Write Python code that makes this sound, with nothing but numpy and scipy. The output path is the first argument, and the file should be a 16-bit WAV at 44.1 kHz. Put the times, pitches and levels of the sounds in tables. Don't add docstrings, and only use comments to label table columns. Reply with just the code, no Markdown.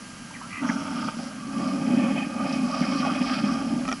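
import sys
import numpy as np
from scipy import signal
from scipy.fft import rfft, irfft
from scipy.io import wavfile
from scipy.ndimage import uniform_filter1d, map_coordinates

SR = 44100
rng = np.random.default_rng(int(sys.argv[2]) if len(sys.argv) > 2 else 0)


def pcm_store(signal):
    levels = np.round(np.clip(np.atleast_2d(signal), -1, 1) * 32767)
    wavfile.write(sys.argv[1], SR, levels.astype(np.int16).T)


N = 176400

# frequency in Hz, relative gain in dB.
BOOM_SPECTRUM = [(70, -45.5), (91, -29), (118, -33.5), (148, -14.5), (203, -4), (258, 0.5), (282, -4),
                 (329, -25), (415, -29)]
GROAN_SPECTRUM = [(260, -52), (440, -10), (522, -16), (555, 6.5), (705, -0.5), (809, 4), (947, -8),
                  (1020, -25), (1330, -30)]
FIRST_STROKE_SPECTRUM = [(280, -57), (490, -15), (620, -3.5), (686, -12), (768, -7), (823, -16), (901, -1),
                         (998, -19), (1180, -2.5), (1250, -0.5), (1580, -9), (1720, -27.5)]
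RASP_SPECTRUM = [(980, -29.5), (1010, -16.5), (1140, 0.5), (1200, 3.5), (1310, -6.5), (1560, -10.5),
                 (1680, -19.5), (1740, -35.5)]
GRIT_SPECTRUM = [(1700, -2), (2450, 4), (2700, 0), (3250, 3.5), (3500, -7)]
HISS_SPECTRUM = [(3700, -1.5), (4130, 1), (5060, 11.5), (5560, 7), (5890, 3.5), (6700, -14), (8000, -9)]
# time in seconds, relative level in dB.
BOOM_ENVELOPE = [(0.56, -47.5), (0.63, -25.5), (0.72, -32.5), (1.09, -29.5), (1.11, -38.5), (1.29, -35),
                 (1.31, -42), (1.56, -30.5), (1.72, -24), (1.84, -30), (1.9, -21), (2.04, -22), (2.14, -27),
                 (2.35, -32), (2.4, -26.5), (2.63, -26), (2.69, -28.5), (2.79, -29.5), (2.81, -26.5),
                 (3.17, -25.5), (3.41, -27), (3.48, -24), (3.57, -28.5), (3.92, -28), (4.0, -45)]
GROAN_ENVELOPE = [(1.2, -43), (1.41, -56.5), (1.62, -38.5), (1.86, -40.5), (1.91, -35.5), (2.11, -34),
                  (2.14, -47), (2.16, -34), (2.28, -44.5), (2.46, -34), (2.62, -41.5), (2.77, -35.5),
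                  (3.02, -39.5), (3.06, -31.5), (3.13, -37), (3.93, -42), (3.96, -62)]
RASP_ENVELOPE = [(0.63, -38.5), (0.66, -34.5), (.8, -38.5), (1.02, -37), (1.05, -32.5), (1.09, -34.5),
                 (1.13, -44.5), (1.33, -48), (1.67, -36), (1.88, -46), (2.1, -35.5), (2.14, -47),
                 (2.18, -35), (2.22, -47), (2.37, -41.5), (2.4, -35.5), (2.62, -42.5), (2.75, -35),
                 (2.88, -37), (3.07, -30), (3.19, -38.5), (3.34, -32), (3.41, -39), (3.51, -33.5),
                 (3.79, -48), (3.92, -46), (3.95, -53)]
GRIT_ENVELOPE = [(0.64, -46), (0.79, -50.5), (1.08, -45.5), (1.15, -55), (1.52, -58), (1.56, -48.5),
                 (1.83, -50), (1.96, -42.5), (2.03, -39), (2.14, -44.5), (2.18, -36), (2.24, -39.5),
                 (2.3, -51), (2.53, -40), (2.68, -50.5), (2.74, -43.5), (3.05, -40), (3.34, -39.5),
                 (3.41, -41.5), (3.75, -51.5), (4, -53.5)]
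HISS_ENVELOPE = [(0.62, -58), (0.68, -42), (0.87, -50), (1.08, -43), (1.12, -55), (1.27, -44), (1.33, -63),
                 (1.68, -45.5), (1.8, -50.5), (2.4, -53.5), (2.54, -39), (2.59, -51.5), (2.75, -40),
                 (2.98, -41), (3.17, -46), (3.27, -38.5), (3.35, -37.5), (3.44, -44.5), (3.52, -40),
                 (3.58, -47.5), (3.8, -51), (3.97, -48)]
# frequency in Hz, width in Hz, level over the register in dB.
BOOM_MODE = (258.3, 40, -7.5)
# frequency in Hz, width in Hz, relative level in dB.
GRIT_RINGS = [(1810, 27, -3.5), (1990, 30, -10), (2250, 84, -0.5), (2442, 49, 3), (2506, 53, 4.5),
              (3055, 31, -1.5)]
# time in seconds, frequency ratio.
RASP_BEND = [(3.279, 0.99), (3.379, 1.1), (3.42, 1)]
HISS_BEND = [(.8, 1.1), (.95, 1)]
# time in seconds, peak in dB.
JOLT_EVENTS = [(.622, -20), (0.643, -19.5), (.691, -15.5), (1.065, -26), (1.97, -13.5), (2.808, -12.5),
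               (3.208, -17), (3.724, -22.5)]
SQUEAK_EVENTS = [(1.045, -28), (2.407, -29.5), (2.744, -25)]
# time in seconds, spread in seconds, centre in Hz, width in Hz, level in dB.
CRUNCH_EVENTS = [(.653, 0.008, 1240, 650, -35.5), (0.696, 0.0074, 1500, 1300, -29.5),
                 (2.835, 0.014, 1900, 900, -36), (2.99, 0.022, 4609, 600, -40.5),
                 (3.062, 0.0094, 720, 260, -33.5), (3.338, 0.012, 2100, 2250, -34.5)]
# start in seconds, peak in dB, treble tilt in dB.
CLICK_EVENTS = [(3.853, -22.5, -12), (3.8786, -19, -10), (3.888, -16.5, -13), (3.895, -22, 9),
                (3.9162, -15.5, -8), (3.9265, -13.5, 10)]
# frequency in Hz, T60 in seconds, relative level in dB.
CLICK_RINGS = [(815, 0.039, -4), (1253, 0.089, 1), (1374, 0.05, 3.5), (1860, 0.032, 0), (2390, 0.022, 5),
               (3040, 0.0092, 0), (5590, 0.018, 0.5)]
# frequency in Hz, relative gain in dB.
CRACK_SPECTRUM = [(900, 0), (3200, -1), (4200, -12), (5600, 1), (6700, -2)]
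# start in seconds, length in seconds, start and end pitch in Hz, level in dB,
# trill amount from 0 to 1.
BIRD_NOTES = [(0.306, 0.011, 1000, 800, -43, 0.1), (0.339, 0.033, 2385, 1795, -42, 0.46),
              (0.407, 0.0142, 1283, 880, -38, 0.1), (0.42, 0.058, 1237, 1416, -42.5, 0),
              (0.5, 0.12, 2025, 1990, -41, 0.3), (0.501, 0.12, 2436, 2760, -43.5, 0.85),
              (0.505, 0.138, 1285, 1246, -42.5, 0.7)]
# frequency in Hz, relative gain in dB.
AIR_SPECTRUM = [(35, -16), (60, -27), (93, -3), (129, -2.5), (249, 8), (400, -16), (535, -10.5),
                (980, -12.5), (1100, -14), (1180, -2.5), (1310, -8), (1630, -12), (1780, -13.5),
                (2080, -13.5), (3150, -13), (3550, -22), (4570, -15), (5810, -15.5), (7070, -18.5),
                (9400, -23.5), (10500, -15.5), (11200, -23)]
# frequency in Hz, rms level in dB.
HUM_LINES = [(100.5, -61.5), (1601, -55)]
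# time in seconds, level in dB.
WIND_ENVELOPE = [(0, -62), (2.6, -60.5), (3.5, -53), (4, -56)]
# frequency in Hz, left minus right in dB.
BALANCE = [(220, 0), (350, -.5), (620, -2.5), (1120, -2.8), (2000, -1), (3600, -.9), (9000, 0)]

STROKE_CHANGE_S, FADE_S = 1.36, .015
PRESS_S, PRESS_SPREAD_S, PRESS_RING_DB = 2.28, 0.51, 9
TIME_S = np.arange(N) / SR


def judder(slips_per_s=60, throb_db=2.0, throb_per_s=26):
    coarse = slips(slips_per_s, scatter_db=1, jitter=.35)
    small = .7 * unit(slips(260, scatter_db=1))
    hz, width_hz, db = BOOM_MODE
    mode = undb(db) * ring(slips(slips_per_s, scatter_db=0.5), hz, width_hz)
    boom = unit(colour(unit(coarse) + small, BOOM_SPECTRUM))
    return even(boom + mode) * gain_curve(BOOM_ENVELOPE) * undb(throb_db * walk(throb_per_s))


def rubbing():
    medium = unit(slips(330, scatter_db=2.0))
    fine = unit(slips(1800, scatter_db=7))
    grip = undb(3.0 * walk(65))
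    catches = (medium + 0.61 * fine) * grip
    grains = (0.56 * medium + fine) * grip
    moved = np.clip(.5 + (TIME_S - STROKE_CHANGE_S) / FADE_S, 0, 1)
    press_db = PRESS_RING_DB * bell(PRESS_S, PRESS_SPREAD_S)
    return groan(catches, press_db) + rasp(catches, moved) + grit(grains, moved, press_db) + rub_hiss()


def groan(catches, press_db):
    body = register(catches, GROAN_SPECTRUM, ring_hz=545, width_hz=21.6, ring_db=-14 + press_db)
    return body * gain_curve(GROAN_ENVELOPE)


def rasp(catches, moved):
    body = register(catches, RASP_SPECTRUM, ring_hz=1203, width_hz=26, ring_db=-6)
    later = wander(body, RASP_BEND)
    first = even(colour(catches, FIRST_STROKE_SPECTRUM)) * undb(1.0)
    return (moved * later + (1 - moved) * first) * gain_curve(RASP_ENVELOPE)


def grit(grains, moved, press_db, ring_db=-3):
    modes = unit(sum(undb(db) * ring(grains, hz, width_hz) for hz, width_hz, db in GRIT_RINGS))
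    crackle = unit(colour(grains, GRIT_SPECTRUM))
    body = even(moved * undb(ring_db + press_db) * modes + crackle)
    return body * gain_curve(GRIT_ENVELOPE) * undb(1.5)


def rub_hiss():
    fizz = wander(colour(slips(4800, scatter_db=6.5), HISS_SPECTRUM), HISS_BEND)
    flicker = undb(2.3 * walk(90))
    return even(fizz * flicker) * gain_curve(HISS_ENVELOPE) * undb(-1.0)


def jolts():
    pushes = np.zeros(N)
    for start_s, db in JOLT_EVENTS:
        pushes[int(start_s * SR)] += undb(db)
    response = colour(signal.unit_impulse(N), BOOM_SPECTRUM)
    return colour(pushes, BOOM_SPECTRUM) / np.abs(response).max()


def squeaks(hz=1238, spread_s=0.0084):
    envelope = sum(undb(db) * bell(at_s, spread_s) for at_s, db in SQUEAK_EVENTS)
    return envelope * np.sin(2 * np.pi * hz * TIME_S)


def crunches():
    out = np.zeros(N)
    for at_s, spread_s, hz, width_hz, db in CRUNCH_EVENTS:
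        band = [(hz - width_hz / 2, 0), (hz + width_hz / 2, 0)]
        catches = unit(colour(slips(1000, scatter_db=-4.0), band))
        out += undb(db) * bell(at_s, spread_s) * catches
    return out


def clicks(crack_s=0.0024, crack_db=-3, detune=0.031):
    t = np.arange(SR // 10) / SR
    out = np.zeros(N + SR)
    top_hz = CLICK_RINGS[-1][0]
    for start_s, peak_db, tilt_db in CLICK_EVENTS:
        hit = np.zeros(len(t))
        for hz, t60_s, db in CLICK_RINGS:
            decay = undb(db + tilt_db * hz / top_hz - 60 * t / t60_s)
            hit += decay * np.sin(2 * np.pi * hz * (1 + detune * rng.standard_normal()) * t)
        crack = colour(rng.standard_normal(len(t)), CRACK_SPECTRUM)[:len(t)]
        hit += undb(crack_db) * unit(crack) * np.exp(-t / crack_s)
        start = int(start_s * SR)
        out[start:start + len(t)] += undb(peak_db) * hit / np.abs(hit).max()
    return out[:N]


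def bird(trill_hz=78.5, pitch_swing=0.09, trill_depth=.7, roughness=.5):
    out = np.zeros(N)
    beat = np.sin(2 * np.pi * trill_hz * TIME_S + .5 * walk(30.7))
    for start_s, length_s, start_hz, end_hz, db, trill in BIRD_NOTES:
        progress = np.clip((TIME_S - start_s) / length_s, 0, 1)
        glide_hz = start_hz + (end_hz - start_hz) * progress
        hz = glide_hz * (1 + pitch_swing * trill * beat + 0.028 * walk(500))
        envelope = undb(db) * np.sqrt(8 * progress * (1 - progress))
        flutter = (1 - trill_depth * trill * beat) * (1 + roughness * walk(900))
        out += envelope * flutter * np.sin(2 * np.pi * np.cumsum(hz) / SR)
    return out


def distant(x, echo_db=-5, t60_s=.25):
    t = np.arange(SR // 2) / SR
    tail = rng.standard_normal(len(t)) * undb(-60 * t / t60_s)
    echo = signal.fftconvolve(x, tail / np.linalg.norm(tail))[:N]
    wet = undb(echo_db)
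    return (x + wet * echo) / np.hypot(1, wet)


def air(level_db=-40.5):
    hiss = unit(colour(rng.standard_normal(N), AIR_SPECTRUM, skirt_db_per_octave=3))
    return hiss * undb(level_db + 0.59 * walk(9.73))


def hum():
    return sum(undb(db) * np.sqrt(2) * np.sin(2 * np.pi * hz * TIME_S) for hz, db in HUM_LINES)


def wind():
    return ring(rng.standard_normal(N), hz=44.7, width_hz=47) * gain_curve(WIND_ENVELOPE)


def slips(per_s, scatter_db, jitter=0.4994):
    timing, direction, strength = rng.standard_normal((50000, 3)).T
    at = ((np.arange(len(timing)) + jitter * timing) * SR / per_s).astype(int)
    size = np.sign(direction) * undb(scatter_db * np.clip(strength, -2, 2))
    inside = (at >= 0) & (at < N)
    return np.bincount(at[inside], size[inside], N)


def register(catches, spectrum, ring_hz, width_hz, ring_db):
    mode = undb(2 * walk(9)) * ring(slips(300, scatter_db=2), ring_hz, width_hz)
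    return even(unit(colour(catches, spectrum)) + undb(ring_db) * mode)


def ring(x, hz, width_hz):
    b, a = signal.iirpeak(hz, hz / (1.55 * width_hz), fs=SR)
    return unit(signal.lfilter(b, a, signal.lfilter(b, a, x)))


def wander(x, bend, drift=.014, drift_per_s=14):
    ratio = np.interp(TIME_S, *np.array(bend).T) + drift * walk(drift_per_s)
    return map_coordinates(x, [np.cumsum(ratio)], mode="mirror")


def colour(x, spectrum, skirt_db_per_octave=60):
    size = 2 ** 18
    hz, db = np.array(spectrum, float).T
    octave = np.log2(np.maximum(np.arange(size // 2 + 1) * SR / size, 1))
    knots = np.log2(np.sort(hz))
    outside = np.maximum(knots[0] - octave, 0) + np.maximum(octave - knots[-1], 0)
    gain_db = np.interp(octave, knots, db) - np.minimum(skirt_db_per_octave * outside, 70)
    cepstrum = irfft(np.log(undb(gain_db)))
    cepstrum[1:size // 2] *= 2
    cepstrum[size // 2 + 1:] = 0
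    return irfft(rfft(x, size) * np.exp(rfft(cepstrum)))[:N]


def gain_curve(envelope):
    at_s, db = np.array(envelope).T
    outside_s = np.maximum(at_s[0] - TIME_S, 0) + np.maximum(TIME_S - at_s[-1], 0)
    return undb(np.interp(TIME_S, at_s, db)) * np.exp(-outside_s / FADE_S)


def bell(at_s, spread_s):
    return np.exp(-.5 * ((TIME_S - at_s) / spread_s) ** 2)


def even(x, window_s=.06):
    size = int(window_s * SR)
    power = uniform_filter1d(uniform_filter1d(x ** 2, size), size // 2)
    return x / np.sqrt(power + 1e-12)


def walk(per_s):
    hold = max(int(SR / per_s), 1)
    steps = np.repeat(rng.standard_normal(N // hold + 1), hold)
    return 1.34 * uniform_filter1d(uniform_filter1d(steps, hold), hold)[:N]


def unit(x):
    return x / np.sqrt(np.mean(x ** 2))


def undb(db):
    return 10 ** (np.asarray(db) / 20)


def scene():
    animal = judder() + rubbing() + jolts() + squeaks() + crunches() + clicks()
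    spectrum = rfft(animal + distant(bird()) + air() + hum() + wind())
    lean_db = np.interp(np.arange(N // 2 + 1) * SR / N, *np.array(BALANCE).T)
    return np.array([irfft(spectrum * undb(side * lean_db / 2), N) for side in (1, -1)])


def record(dry, cutoff_hz=11150):
    return signal.sosfilt(signal.ellip(12, .2, 80, cutoff_hz, fs=SR, output="sos"), dry)


dry = scene()
out = record(dry)
pcm_store(out)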